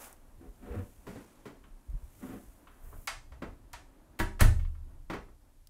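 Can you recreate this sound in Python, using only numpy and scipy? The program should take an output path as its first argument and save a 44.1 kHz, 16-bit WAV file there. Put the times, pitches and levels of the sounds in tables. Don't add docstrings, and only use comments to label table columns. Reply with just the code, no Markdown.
import sys
import numpy as np
from scipy import signal
from scipy.fft import rfft, irfft
from scipy.io import wavfile
from scipy.ndimage import uniform_filter1d

SR = 44100
rng = np.random.default_rng(int(sys.argv[2]) if len(sys.argv) > 2 else 0)


def to_wav(s):
    ch = np.atleast_2d(s).T
    pcm = np.round(np.clip(ch, -1, 1) * 32767)
    wavfile.write(sys.argv[1], SR, pcm.astype(np.int16))


N = 250950

# (frequency [Hz], level [dB], t60 [s])
BOARD_MODES = [(215, -4, 0.2), (266.5, -3, 0.15), (335, -7, 0.2), (410, -4, 0.12), (480, -4, 0.12),
               (572, -5, 0.06), (740, -5, 0.08)]
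# (frequency [Hz], level [dB], t60 [s])
LATCH_MODES = [(800, -4, .06), (1170, -1, .06), (1340, -3, .06), (1820, 2, .06), (2190, 2, .07),
               (3150, -3, .07), (3900, -2, .08), (4829, 2, .2), (5534, -2, .08), (6035, -2, .08),
               (7700, -2, .06)]
# (frequency [Hz], level [dB])
LATCH_COLOUR = [(90, -56), (320, -19), (650, -2), (1200, -0.2), (2350, -4.5), (2700, -9), (5500, -16),
                (11000, -24), (15500, -38)]


def gain_of(db):
    return 10 ** (np.asarray(db) / 20)


def evened(x):
    return x / np.sqrt(np.mean(x ** 2) + 1e-20)


def coloured(x, points):
    point_hz, point_db = np.transpose(points)
    hz = np.fft.rfftfreq(len(x), 1 / SR)
    level_db = np.interp(np.log(hz + 1), np.log(point_hz + 1), point_db)
    return irfft(rfft(x) * gain_of(level_db), len(x))


def causal(x, points):
    point_hz, point_db = np.transpose(points)
    hz = abs(np.fft.fftfreq(2 * len(x), 1 / SR))
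    log_gain = np.log(gain_of(np.interp(np.log(hz + 1), np.log(point_hz), point_db)))
    response = np.exp(np.conj(signal.hilbert(log_gain)))
    return np.fft.ifft(np.fft.fft(x, 2 * len(x)) * response).real[:len(x)]


def curve(rows):
    time_s, level_db = np.transpose(rows)
    return gain_of(np.interp(np.arange(N) / SR, time_s, level_db))


def swell(peak_s, peak_db, rise_db_per_s, fade_db_per_s):
    t = np.arange(N) / SR - peak_s
    return gain_of(peak_db + np.minimum(rise_db_per_s * t, -fade_db_per_s * t))


def wobble(per_s):
    width = int(SR / per_s)
    once = uniform_filter1d(rng.standard_normal(N), width)
    return evened(uniform_filter1d(once, width))


def add(mix, start_s, sound):
    part = mix[round(start_s * SR):][:len(sound)]
    part += sound[:len(part)]


def decaying(hz, db, t60_s, t):
    return gain_of(db - 60 * t / t60_s) * np.sin(2 * np.pi * hz * t)


def ring(modes, count=8192):
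    t = np.arange(count) / SR
    out = sum(decaying(hz, db, t60_s, t) for hz, db, t60_s in modes)
    return out / np.linalg.norm(out)


def strikes(blows, colour, modes, ring_db, rattle_db, rise_s):
    pivot_hz = 1200
    weight_hz = 492
    damping = 0.55
    near, far, t = np.zeros(N), np.zeros(N), np.arange(8192) / SR
    onset = 1 - np.exp(-t / rise_s)
    free_ring = ring(modes) * onset
    for time_s, strength_db, weight_db, tilt_db_per_oct, decay_s in blows:
        ringing = gain_of(ring_db - damping * weight_db) * free_ring
        noise = rng.standard_normal(len(t))
        rattle = gain_of(rattle_db) * noise * np.exp(-t / decay_s) * onset
        tilted = []
        for hz, db in colour:
            hardness_db = tilt_db_per_oct * np.log2(hz / pivot_hz)
            body_db = weight_db / (1 + (hz / weight_hz) ** 2)
            tilted.append((hz, db + hardness_db + body_db))
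        into_cabin = 1.215 * (t == 0) + 0.45 * ringing + 0.49 * rattle
        add(far, time_s, gain_of(strength_db) * causal(into_cabin, tilted))
        add(near, time_s, gain_of(strength_db) * causal(rattle + ringing, tilted))
    return np.array([near, far])


def floor():
    # (time [s], level [dB])
    air_levels = [(0.0, -65), (4.07, -65), (5.05, -68.5), (5.69, -78)]
    # (frequency [Hz], density [dB per Hz])
    air_colour = [(59, -50), (100, -15.5), (219, -3.5), (280, 0), (451, -13), (595, -9), (761, -13.5),
                  (897, -12), (1560, -20), (5000, -39), (6500, -79)]
    # (frequency [Hz], density [dB per Hz])
    hiss_colour = [(2000, 0), (5000, -0.5), (12000, 2.5), (15400, -8)]
    hiss_db = -75.5
    air = evened(coloured(rng.standard_normal(N), air_colour)) * gain_of(2 * wobble(12))
    hiss = evened(coloured(rng.standard_normal(N), hiss_colour))
    return curve(air_levels) * air + gain_of(hiss_db) * hiss


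def rumble():
    # (time [s], level of the deep part before lumps [dB])
    rumble_levels = [(0, -64), (.8, -49.5), (1.05, -59), (1.6, -61.5), (2.45, -54.5), (2.7, -63.5),
                     (2.95, -49.5), (3.4, -51), (4.19, -62), (4.4, -51.5), (5, -57), (5.15, -47.5),
                     (5.35, -59.5), (5.69, -58)]
    shudder = 4.5, -33, 3000, 95
    upper_db, shudder_upper_db = -8.5, -1
    deep_colour = [(10, -34.5), (22, 15.5), (45, 2.5), (65, 3.5), (100, -52.0)]  # (Hz, dB)
    upper_colour = [(40, -30), (62, 9.5), (100, 6.0), (150, -2.0), (300, -49.5)]  # (Hz, dB)
    deep = evened(coloured(rng.standard_normal(N), deep_colour))
    upper = evened(coloured(rng.standard_normal(N), upper_colour))
    lumps = gain_of(3 * wobble(15))
    moving = curve(rumble_levels) * (deep + gain_of(upper_db) * upper)
    return lumps * moving + swell(*shudder) * (deep + gain_of(shudder_upper_db) * upper)


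def drags():
    # (start [s], length [s], start level [dB], end level [dB], scrape share [dB], favoured mode [Hz])
    slides = [(0.01, 0.1, -67.5, -75, 13.5, 630), (0.417, 0.049, -53.5, -54.5, -8.5, 335),
              (0.627, 0.098, -54, -48, -5, 353), (0.748, 0.053, -41.5, -42.5, -9.5, 327),
              (2.23, 0.13, -42.5, -44.5, -9.5, 243), (2.7, 0.27, -74.5, -70, 5.5, 554)]
    grip_db_per_s, release_db_per_s = 616, 338
    scrape_colour = [(150, -24), (500, 11.5), (900, 11.5), (1600, 5.0), (3300, -8.0), (5000, -19.0)]  # (Hz, dB)
    slips = rng.standard_normal(N) * gain_of(1.16 * wobble(160))
    bodies = []
    for mode in BOARD_MODES:
        ringing = signal.fftconvolve(slips, ring([mode]))[:N]
        bodies.append((mode[0], gain_of(mode[1]) * evened(ringing)))
    scrape = evened(coloured(slips, scrape_colour))
    out, t = np.zeros(N), np.arange(N) / SR
    for start_s, length_s, start_db, end_db, scrape_db, favoured_hz in slides:
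        end_s = start_s + length_s
        body = sum(b * gain_of(-10 * abs(np.log2(hz / favoured_hz))) for hz, b in bodies)
        grip_db = grip_db_per_s * np.minimum(t - start_s, 0)
        release_db = -release_db_per_s * np.maximum(t - end_s, 0)
        level_db = np.interp(t, [start_s, end_s], [start_db, end_db]) + grip_db + release_db
        out += gain_of(level_db) * (body + gain_of(scrape_db) * scrape)
    return out


def rustle():
    # (peak time [s], peak level [dB], swell [dB per s], fade [dB per s], treble tilt [dB per octave])
    swishes = [(0.052, -51, 49, 216, 5.5), (.89, -66.5, 19, 33, 6), (1.09, -63, 501.5, 34, -0.5),
               (2.27, -60.5, 45, 37, 6.5), (2.841, -67, 593.5, 55, 14), (3.05, -63, 55, 397.5, 12)]
    # (frequency [Hz], density [dB per Hz])
    snap_colour = [(2500, 7.5), (4500, 0.5), (7000, 4), (10000, 2), (14000, -2.5), (16000, -9)]
    snaps = coloured(rng.standard_normal(N) * gain_of(1.2 * wobble(300)), snap_colour)
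    out = np.zeros(N)
    for *shape, tilt_db in swishes:
        tilted = coloured(snaps, [(4000, -tilt_db), (16000, tilt_db)])
        out += swell(*shape) * evened(tilted)
    return out


def ticks():
    # (time [s], level [dB], centre [Hz])
    snap_rows = [(.128, -41, 9600), (1.9, -56, 2860), (3.073, -25.5, 7000), (3.732, -37, 7100),
                 (4.4078, -17, 9190), (5.672, -44, 5870)]
    out, t = np.zeros(N), np.arange(1300) / SR
    envelope = np.exp(-t / 0.0019) + 0.14 * np.exp(-t / 0.0051)
    for time_s, db, hz in snap_rows:
        snap = rng.standard_normal(len(t)) * envelope
        colour = [(hz / 3, -20), (hz, 3), (hz * 0.98, -6)]
        add(out, time_s, gain_of(db) * coloured(snap, colour) * (t < 0.02))
    return out


def thuds():
    # (start [s], peak level [dB], pitch [Hz], length [cycles])
    bumps = [(0.467, -42.5, 43, 3.3), (0.697, -33.5, 60.5, 4.6), (0.756, -32, 93, 11.4),
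             (1.691, -43, 29.7, 4.4), (1.886, -32.5, 50, 2.7), (1.929, -27.5, 36.5, 2.6),
             (1.938, -40.5, 128.6, 4.4), (2.025, -40.5, 58, 2.9), (2.471, -44.5, 44.7, 2.4),
             (3.314, -42, 63, 3.7)]
    out = np.zeros(N)
    for start_s, db, hz, cycles in bumps:
        u = np.arange(0, 1, hz / cycles / SR)
        envelope = np.sin(np.pi * u ** 0.48) ** 2
        add(out, start_s, gain_of(db) * envelope * np.sin(2 * np.pi * cycles * u))
    return out


def steps():
    # (time [s], strength [dB], weight [dB], hardness tilt [dB per octave], rattle decay [s])
    knocks = [(1.0665, -16, 18.5, 4, 0.048), (1.1561, -18.5, 12.5, 2, 0.039), (1.4535, -15.5, 15, 4, 0.037),
              (3.4197, -2, -5.5, -0.3, 0.015), (5.098, 3, -10.5, 0, 0.016),
              (5.1315, 0.5, -14.5, -0.5, 0.023), (5.284, -25.5, -5, -1, 0.016)]
    # (frequency [Hz], level [dB])
    knock_colour = [(90, 4), (250, 12), (700, 0), (1400, -4.5), (2350, -12), (2700, -17.5), (5500, -28),
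                    (11000, -37.5)]
    return strikes(knocks, knock_colour, BOARD_MODES, ring_db=-23.0, rattle_db=-22.0, rise_s=0.0026)


def fittings():
    # (time [s], strength [dB], weight [dB], hardness tilt [dB per octave], rattle decay [s])
    jiggles = [(1.6392, -24.5, 0.25, 0, 0.013), (2.6704, -22, .3, -1, 0.037),
               (2.927, -21.5, 5.8, -11, 0.027), (4.5945, -21, 1, 4, 0.0086), (4.6480, -23, .3, 0.5, 0.012),
               (4.7495, -25, 0.48, -2.5, 0.0042)]
    # (frequency [Hz], level [dB])
    tap_colour = [(90, -29), (320, -24), (700, -14), (1300, -4), (2200, -14), (3000, -12.5), (5500, -33.5),
                  (11000, -51)]
    return strikes(jiggles, tap_colour, LATCH_MODES, ring_db=0.95, rattle_db=-17.5, rise_s=0.00036)


def handle():
    # (time [s], strength [dB], weight [dB], hardness tilt [dB per octave], rattle decay [s])
    clicks = [(3.0743, 2, -5, 2, 0.013), (3.3199, -22.5, 25, 0, 0.0067)]
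    return strikes(clicks, LATCH_COLOUR, LATCH_MODES, ring_db=-7, rattle_db=-25.5, rise_s=0.00046)


def cupboard_catch():
    # (time [s], strength [dB], weight [dB], hardness tilt [dB per octave], rattle decay [s])
    catch_blows = [(3.7325, -10, 5, 2.1, 0.013)]
    # (frequency [Hz], level [dB], t60 [s])
    catch_modes = [(750, 0, .15), (960, 0, .25), (1820, 0, .1), (3450, 4, .03), (4300, 0, .06),
                   (6980, 3, .05)]
    return strikes(catch_blows, LATCH_COLOUR, catch_modes, ring_db=-1.5, rattle_db=-28.0, rise_s=0.0014)


def door():
    # (time [s], strength [dB], weight [dB], hardness tilt [dB per octave], rattle decay [s])
    door_blows = [(4.1894, -7.5, 1.5, 1.5, 0.015), (4.198, 8, -11, -3, 0.0058),
                  (4.4085, 9, 13.5, 0.92, 0.0076)]
    # (frequency [Hz], level [dB])
    door_colour = [(90, -5.5), (200, -0.5), (450, -5.5), (1200, -5.5), (1750, 0.5), (2350, -10.5),
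                   (2650, -11), (3800, -14.5), (5500, -18.5), (10000, -16), (15500, -19.5)]
    # (frequency [Hz], level [dB], t60 [s])
    door_modes = [(205, -3, .4), (330, -1, .35), (383, -1, .26), (640, -1, .12), (953, 2, .26),
                  (1130, -3, .2), (1362, -8, .19), (1688, 3, .1), (2019, -2, .12), (2290, 0, .12),
                  (3650, 5, .08)]
    return strikes(door_blows, door_colour, door_modes, ring_db=-8, rattle_db=-16.0, rise_s=0.0023)


def boom():
    # (frequency [Hz], level [dB], t60 [s])
    boom_modes = [(24.6, -26.5, .5), (29.6, -12, 0.87), (34.4, -20.5, 1), (75.36, -19.5, 0.86),
                  (103.5, -10, 0.3), (128, -18, 0.22), (173, -31, 0.35), (212.7, -13.5, 0.39)]
    # (time [s], level [dB], length [s], share of modes above 50 Hz [dB])
    pushes = [(4.2, -16.5, 0.0074, 1.5), (4.4145, -4, 0.01, 7.5), (4.4515, -16.5, 0.0079, 17)]
    out, t = np.zeros(N), np.arange(SR) / SR
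    for time_s, push_db, length_s, upper_db in pushes:
        push = np.sin(np.pi * np.arange(0, 1, 1 / (length_s * SR)))
        modes = np.zeros(SR)
        for hz, db, t60_s in boom_modes:
            modes -= decaying(hz, db + upper_db * (hz > 50), t60_s, t)
        add(out, time_s, gain_of(push_db) * signal.fftconvolve(modes, push / push.sum()))
    return out


def bolt():
    start_s = 4.394
    scrape = evened(coloured(rng.standard_normal(N), LATCH_COLOUR))
    level = swell(peak_s=4.408, peak_db=-30, rise_db_per_s=900, fade_db_per_s=1500)
    return (np.arange(N) > start_s * SR) * level * scrape


def cabin(x):
    # (frequency [Hz], t60 [s])
    cabin_t60 = [(150, 0.3), (500, 0.35), (1500, 0.28), (4000, 0.31), (8000, 0.35), (14000, 0.17)]
    impulses = np.zeros(SR // 2)
    at = np.arange(60, len(impulses) - 12, 12)
    impulses[at + rng.integers(0, 12, len(at))] = rng.choice([-1., 1.], len(at))
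    hz, t, z = signal.stft(impulses, SR, nperseg=256)
    point_hz, point_t60_s = np.transpose(cabin_t60)
    t60_s = np.interp(np.log(hz + 1), np.log(point_hz), point_t60_s)
    tail = signal.istft(z * gain_of(-60 * t / t60_s[:, None]), SR, nperseg=256)[1]
    return signal.fftconvolve(x, tail / np.linalg.norm(tail))[:N]


def scene():
    near, far = steps() + handle() + cupboard_catch() + door() + fittings()
    rubbed = drags() + bolt()
    wet = cabin(far) + gain_of(-6.5) * cabin(rubbed)
    direct = near + rubbed + ticks() + boom() + thuds() + rumble() + rustle() + floor()
    return (direct + wet)[None]


def record(dry):
    bass_cut_hz, edge_hz = 14.0, 15750
    high_pass = signal.butter(2, bass_cut_hz, "high", fs=SR, output="sos")
    low_pass = signal.firwin(511, edge_hz, window=("kaiser", 9), fs=SR)
    thinned = signal.sosfilt(high_pass, dry)
    return signal.oaconvolve(thinned, low_pass[None], "same")


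dry = scene()
out = record(dry)
to_wav(out)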